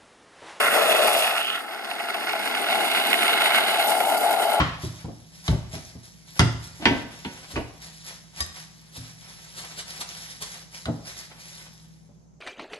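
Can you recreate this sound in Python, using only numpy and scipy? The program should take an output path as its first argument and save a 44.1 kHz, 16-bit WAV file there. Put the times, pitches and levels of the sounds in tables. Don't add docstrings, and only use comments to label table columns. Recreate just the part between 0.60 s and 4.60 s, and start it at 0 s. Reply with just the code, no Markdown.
import sys
import numpy as np
from scipy import signal
from scipy.fft import rfft, irfft, next_fast_len
from scipy.io import wavfile
from scipy.ndimage import uniform_filter1d

SR = 44100
rng = np.random.default_rng(int(sys.argv[2]) if len(sys.argv) > 2 else 0)


def materialize(psi):
    bounded = np.clip(np.atleast_2d(psi).T, -1, 1)
    quanta = np.round(bounded * 32767).astype(np.int16)
    wavfile.write(sys.argv[1], SR, quanta)


N = 176400

# t/s, relative level/dB
BOARD_ENV = [(0, -42.5), (0.32, -38), (0.52, -40.5), (0.68, -47.5), (1.1, -50.5), (1.85, -42), (2.5, -38),
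             (4, -42.5)]
JUDDER_ENV = [(0, -26.5), (0.11, -28.5), (0.18, -19), (0.26, -24), (0.35, -21.3), (0.62, -25.5), (0.8, -34)]
SCRAPE_ENV = [(0, -22.5), (0.08, -20), (0.28, -26), (0.78, -27.5), (0.84, -36), (0.98, -30.5), (1.04, -41),
              (1.35, -37.5), (1.85, -29), (2.35, -27.5), (2.98, -24), (3.5, -32.5), (4, -32.5)]
RASP_ENV = [(0, -27), (0.63, -23.5), (0.78, -31), (0.96, -32), (1.03, -44), (1.33, -39), (1.95, -31),
            (2.25, -25.5), (3.1, -25), (3.55, -33), (4, -32)]
RATTLE_ENV = [(0, -41.5), (.6, -37), (1.05, -54), (1.3, -45), (1.85, -39.5), (2.25, -43), (2.6, -56)]
SIZZLE_ENV = [(0, -30.5), (0.42, -30), (0.48, -26.5), (0.62, -27.5), (0.68, -32.5), (1.1, -48.5),
              (1.24, -46), (1.8, -39.5), (1.86, -35.5), (2, -38.5), (2.22, -32.5), (2.62, -30.5),
              (2.75, -33), (3.26, -31), (3.29, -26), (3.38, -31.5), (3.9, -33), (4, -37)]
CHATTER_ENV = [(.5, -39.5), (.8, -32.5), (.93, -28.5), (1.02, -54)]
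WHEEL_ENV = [(0.75, -28.5), (0.87, -42), (1.25, -39), (2.05, -31), (2.16, -26), (2.28, -30.5), (3, -28),
             (3.45, -22.8), (4, -21.5)]
# f/Hz, relative level/dB
BOARD_SPECTRUM = [(40, -38), (110, -13.5), (150, -16.5), (220, 0), (330, -1.5), (420, 3), (520, -3.5),
                  (1500, -42.5)]
JUDDER_SPECTRUM = [(200, -40.5), (340, -22.5), (430, -7), (510, -10), (640, 1), (760, -7), (950, -15),
                   (1190, -14.5), (1600, -36.5)]
SIDEWAYS_SPECTRUM = [(500, -17.5), (970, -11.5), (1070, -1), (1180, -4), (1350, 4.5), (1600, -4),
                     (2050, -1.5), (2300, -8.5), (3200, -30.5)]
STRAIGHT_SPECTRUM = [(500, -23), (900, -7), (1080, -2.5), (1220, -4.5), (1412, 2.5), (1600, -1), (1830, -6),
                     (2140, 4), (2350, -4), (3200, -37), (6000, -51)]
RASP_SPECTRUM = [(1500, -35), (2400, -3.5), (2700, 1), (3100, -6.5), (3500, -2), (4300, -13.5), (5100, -27),
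                 (9000, -44)]
SIZZLE_SPECTRUM = [(3000, -37), (5200, -5), (6500, -8.5), (8300, 1), (11000, 1), (13700, -3)]
KNOCK_SPECTRUM = [(200, -39), (700, -12.5), (1450, -10.5), (2600, 0.5), (6000, -31), (14000, -21)]
# f/Hz, width/Hz, relative level/dB
RIM_RESONANCES = [(4720, 210, -0.5), (9100, 620, 0.5), (12930, 380, -1.5)]
WHEEL_RESONANCES = [(417, 38, -16), (670.4, 62.3, -0.5), (756.5, 78.5, -1.5), (839.4, 54, -1),
                    (1417, 54, -13)]
# t/s, crack peak/dB, ring re crack/dB, rattle decay/s
STONE_HITS = [(.476, -12, -4, .008), (1.313, -15, -12, .005), (1.400, -17, -8, .001),
              (1.543, -19, -4, .018), (1.733, -19, -1, .004), (1.753, -16, -2, .005),
              (2.377, -10, -14, .002), (2.531, -.5, -20, .001), (2.542, -7, -18, .003),
              (2.630, -6, -16, .002), (2.857, -9, -14, .002), (2.921, -6, -16, .002),
              (2.977, -6, -12, .001), (3.405, -10.5, -2, .003), (3.610, -19, 0, .003)]
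# t/s, peak/dB, f/Hz
GRIT_CRACKS = [(3.226, -15.5, 4100), (3.404, -17, 13000), (3.578, -15, 10600), (3.587, -17, 13000),
               (3.609, -17.5, 13000), (3.708, -14, 12400), (3.728, -18, 12000), (3.911, -21, 12800)]
# f/Hz, level/dB, phase lead/rad
MIC_BALANCE = [(150, 1.5, 2), (357, 7, 1.16), (497, 9.5, 2.2), (520, 15.5, 0.5), (600, 4, -0.7),
               (880, 5, 0.4), (975, 11, 0.33), (1140, 3.5, 1.5), (1597, -.5, -0.9), (1843, -6, 1.6),
               (1990, 3, -1.5), (2190, -14, 0.2), (2434, -4.5, -4.5), (2890, -4, -4), (3822, 0.5, -3.5),
               (5780, -0.5, 2), (8320, 0, -3), (14070, -1, -15.5)]

GRIP_S, STRAIGHTEN_S = (0.63, 0.83), (1, 1.75)
HOPS_S = (1.722, 3.391, 3.595)
TIME_S = np.arange(N) / SR


def undb(db):
    return 10 ** (np.asarray(db) / 20)


def unit_rms(x):
    return x / np.sqrt(np.mean(x ** 2))


def envelope(rows, gain_db=0):
    return undb(np.interp(TIME_S, *np.array(rows).T) + gain_db)


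def over_hz(rows, size, column=1):
    rows = np.array(rows, float)
    bins_hz = np.maximum(np.fft.rfftfreq(size, 1 / SR), 1)
    return np.interp(np.log(bins_hz), np.log(rows[:, 0]), rows[:, column])


def colour(x, spectrum, size=2048):
    cepstrum = irfft(np.log(undb(over_hz(spectrum, size))))
    cepstrum[1:size // 2] *= 2
    cepstrum[size // 2 + 1:] = 0
    return signal.fftconvolve(x, irfft(np.exp(rfft(cepstrum))))[:N]


def ring(x, hz, width_hz):
    return signal.lfilter(*signal.iirpeak(hz, hz / width_hz, SR), x)


def glide(x, span_s, rise):
    step = 1 + rise * np.interp(TIME_S, span_s, (0, 1))
    return np.interp(np.cumsum(step), np.arange(N), x, period=N)


def wander(hz):
    hold = int(SR / hz)
    steps = np.repeat(rng.standard_normal(N)[:N // hold + 1], hold)[:N]
    return unit_rms(uniform_filter1d(steps, hold))


def grains(rate_hz, spread_db):
    hit = rng.random(N) < rate_hz / SR
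    strength = undb(spread_db * np.clip(rng.standard_normal(N), -2, 2))
    return unit_rms(hit * strength * rng.choice([-1, 1], N))


def jolts(rate_hz, decay_s, depth):
    hits = (rng.random(N) < rate_hz / SR) * rng.uniform(0.18, 1, N)
    return 1 + depth * signal.lfilter([1], [1, -np.exp(-1 / (decay_s * SR))], hits)


def wheel_throb(ref_s=3.672, turn_hz=9.7, accel_hz_per_s=1.32, depth_db=1.5):
    since_s = TIME_S - ref_s
    turns = turn_hz * since_s + .5 * accel_hz_per_s * since_s ** 2
    speed = 1 + accel_hz_per_s * since_s / turn_hz
    return undb(-depth_db * speed ** 4 * np.cos(2 * np.pi * turns))


def board_rumble(road, throb):
    shaking = grains(rate_hz=2500, spread_db=3.4) * road ** 0.29 * throb
    return unit_rms(colour(shaking, BOARD_SPECTRUM)) * envelope(BOARD_ENV, gain_db=3.5)


def skid_judder():
    judder = unit_rms(colour(grains(rate_hz=4000, spread_db=2), JUDDER_SPECTRUM))
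    return glide(judder, span_s=(.45, .78), rise=.19) * envelope(JUDDER_ENV, gain_db=1)


def rim_scrape(force):
    straight = np.interp(TIME_S, STRAIGHTEN_S, (0, 1))
    slips = grains(rate_hz=5000, spread_db=2.9) * force
    scrape = unit_rms(colour(slips, SIDEWAYS_SPECTRUM)) * np.sqrt(1 - straight)
    scrape += unit_rms(colour(slips, STRAIGHT_SPECTRUM)) * np.sqrt(straight)
    return scrape * envelope(SCRAPE_ENV, gain_db=-.5)


def rim_rasp(force):
    rasp = colour(grains(rate_hz=5000, spread_db=3.2), RASP_SPECTRUM)
    rising = glide(rasp, span_s=(.6, 3.9), rise=.1)
    return unit_rms(rising * force) * envelope(RASP_ENV, gain_db=-.5)


def rim_rattle(taps, force, hz=4300, width_hz=1850):
    rattle = ring(ring(taps * force, hz, width_hz), hz, width_hz)
    return unit_rms(rattle) * envelope(RATTLE_ENV)


def grit_sizzle(road, throb, shared_power=0.33, ping_db=-7):
    spurts = road ** 1.14 * throb ** 1.3 * jolts(rate_hz=140, decay_s=0.0025, depth=.75)

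    def grit():
        pings = 0
        for hz, width_hz, db in RIM_RESONANCES:
            strikes = grains(rate_hz=450, spread_db=1.4) * undb(6.2 * wander(hz=25))
            pings += undb(db) * ring(strikes, hz, width_hz)
        hiss = colour(grains(rate_hz=16000, spread_db=5.6) * spurts, SIZZLE_SPECTRUM)
        return unit_rms(hiss) + undb(ping_db) * unit_rms(pings)
    common = np.sqrt(shared_power) * grit()
    pair = np.array([common + np.sqrt(1 - shared_power) * grit() for _ in range(2)])
    return pair * envelope(SIZZLE_ENV, gain_db=.5)


def wheel_ring(push):
    return sum((-1) ** k * undb(db) * ring(push, hz, width_hz)
               for k, (hz, width_hz, db) in enumerate(WHEEL_RESONANCES))


def stone_knocks(bounce_s=.0014, bounce_db=-4):
    out = np.zeros(N)
    for start_s, db, ring_db, decay_s in STONE_HITS:
        decay = (TIME_S >= start_s) * np.exp(-np.abs(TIME_S - start_s) / decay_s)
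        push = 0.19 * rng.standard_normal(N) * decay
        push[int(start_s * SR)] += 1
        push[int((start_s + bounce_s) * SR)] += undb(bounce_db)
        crack, body = colour(push, KNOCK_SPECTRUM), wheel_ring(push)
        out += undb(db) * (crack / np.abs(crack).max() + undb(ring_db) * body / np.abs(body).max())
    return out


def rim_chatter(taps, force, start_hz=2750, width_hz=560):
    chatter = ring(ring(taps, start_hz, width_hz), start_hz, width_hz)
    rising = glide(chatter, span_s=(.76, .94), rise=.12)
    return unit_rms(rising * force) * envelope(CHATTER_ENV)


def wheel_roll(road, throb, load):
    push = grains(rate_hz=6000, spread_db=3.6) * np.sqrt(road * throb) * load
    return unit_rms(wheel_ring(push)) * envelope(WHEEL_ENV, gain_db=1)


def hop_load(dip_db=-10, half_width_s=0.0094):
    return undb(dip_db * sum(np.exp(-((TIME_S - at_s) / half_width_s) ** 2) for at_s in HOPS_S))


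def grit_ticks(decay_s=.002):
    out = np.zeros(N)
    for start_s, db, hz in GRIT_CRACKS:
        decay = (TIME_S >= start_s) * np.exp(-np.abs(TIME_S - start_s) / decay_s) + 1e-12
        burst = ring(rng.standard_normal(N) * decay, hz, width_hz=hz * .15)
        out += undb(db) * burst / np.abs(burst).max()
    return out


def wall_echo(x, gain_db=-12, lag_s=.021, growth_s_per_s=.004):
    left_s = lag_s + growth_s_per_s * TIME_S
    echoes = [np.interp(TIME_S - delay_s, TIME_S, x, left=0) for delay_s in (left_s, 1.4 * left_s)]
    return undb(gain_db) * np.array(echoes)


def microphones(pair):
    size = next_fast_len(N + SR // 10, real=True)
    ratio = undb(over_hz(MIC_BALANCE, size, column=1))
    lead_rad = over_hz(MIC_BALANCE, size, column=2)
    response = np.array([ratio * np.exp(.5j * lead_rad), np.exp(-.5j * lead_rad)])
    response *= np.sqrt(2 / (1 + ratio ** 2))
    return irfft(rfft(pair, size) * response, size)[:, :N]


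def scene():
    road = undb(1 * wander(hz=150.2) + 0.87 * wander(hz=45.26))
    throb, load = wheel_throb(), hop_load()
    grip = np.interp(TIME_S, GRIP_S, (0, 1))
    cart = board_rumble(road, throb) + skid_judder() * np.sqrt(1 - grip)
    cart += wheel_roll(road, throb, load) * np.sqrt(grip)
    rim_force = road * throb * np.sqrt(load) * jolts(rate_hz=160, decay_s=0.0024, depth=1.25)
    cart += rim_scrape(rim_force) + rim_rasp(rim_force)
    taps = grains(rate_hz=1600, spread_db=3.1)
    cart += rim_rattle(taps, rim_force) + rim_chatter(taps, rim_force)
    direct = cart + stone_knocks() + grit_ticks() + grit_sizzle(road, throb)
    return microphones(direct) + wall_echo(cart)


def record(dry):
    low_hz, top_hz = 165, 13700
    highpass = signal.butter(2, low_hz, "high", fs=SR, output="sos")
    lowpass = signal.ellip(10, .2, 70, top_hz, fs=SR, output="sos")
    return signal.sosfilt(lowpass, signal.sosfilt(highpass, dry))


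dry = scene()
out = record(dry)
materialize(out)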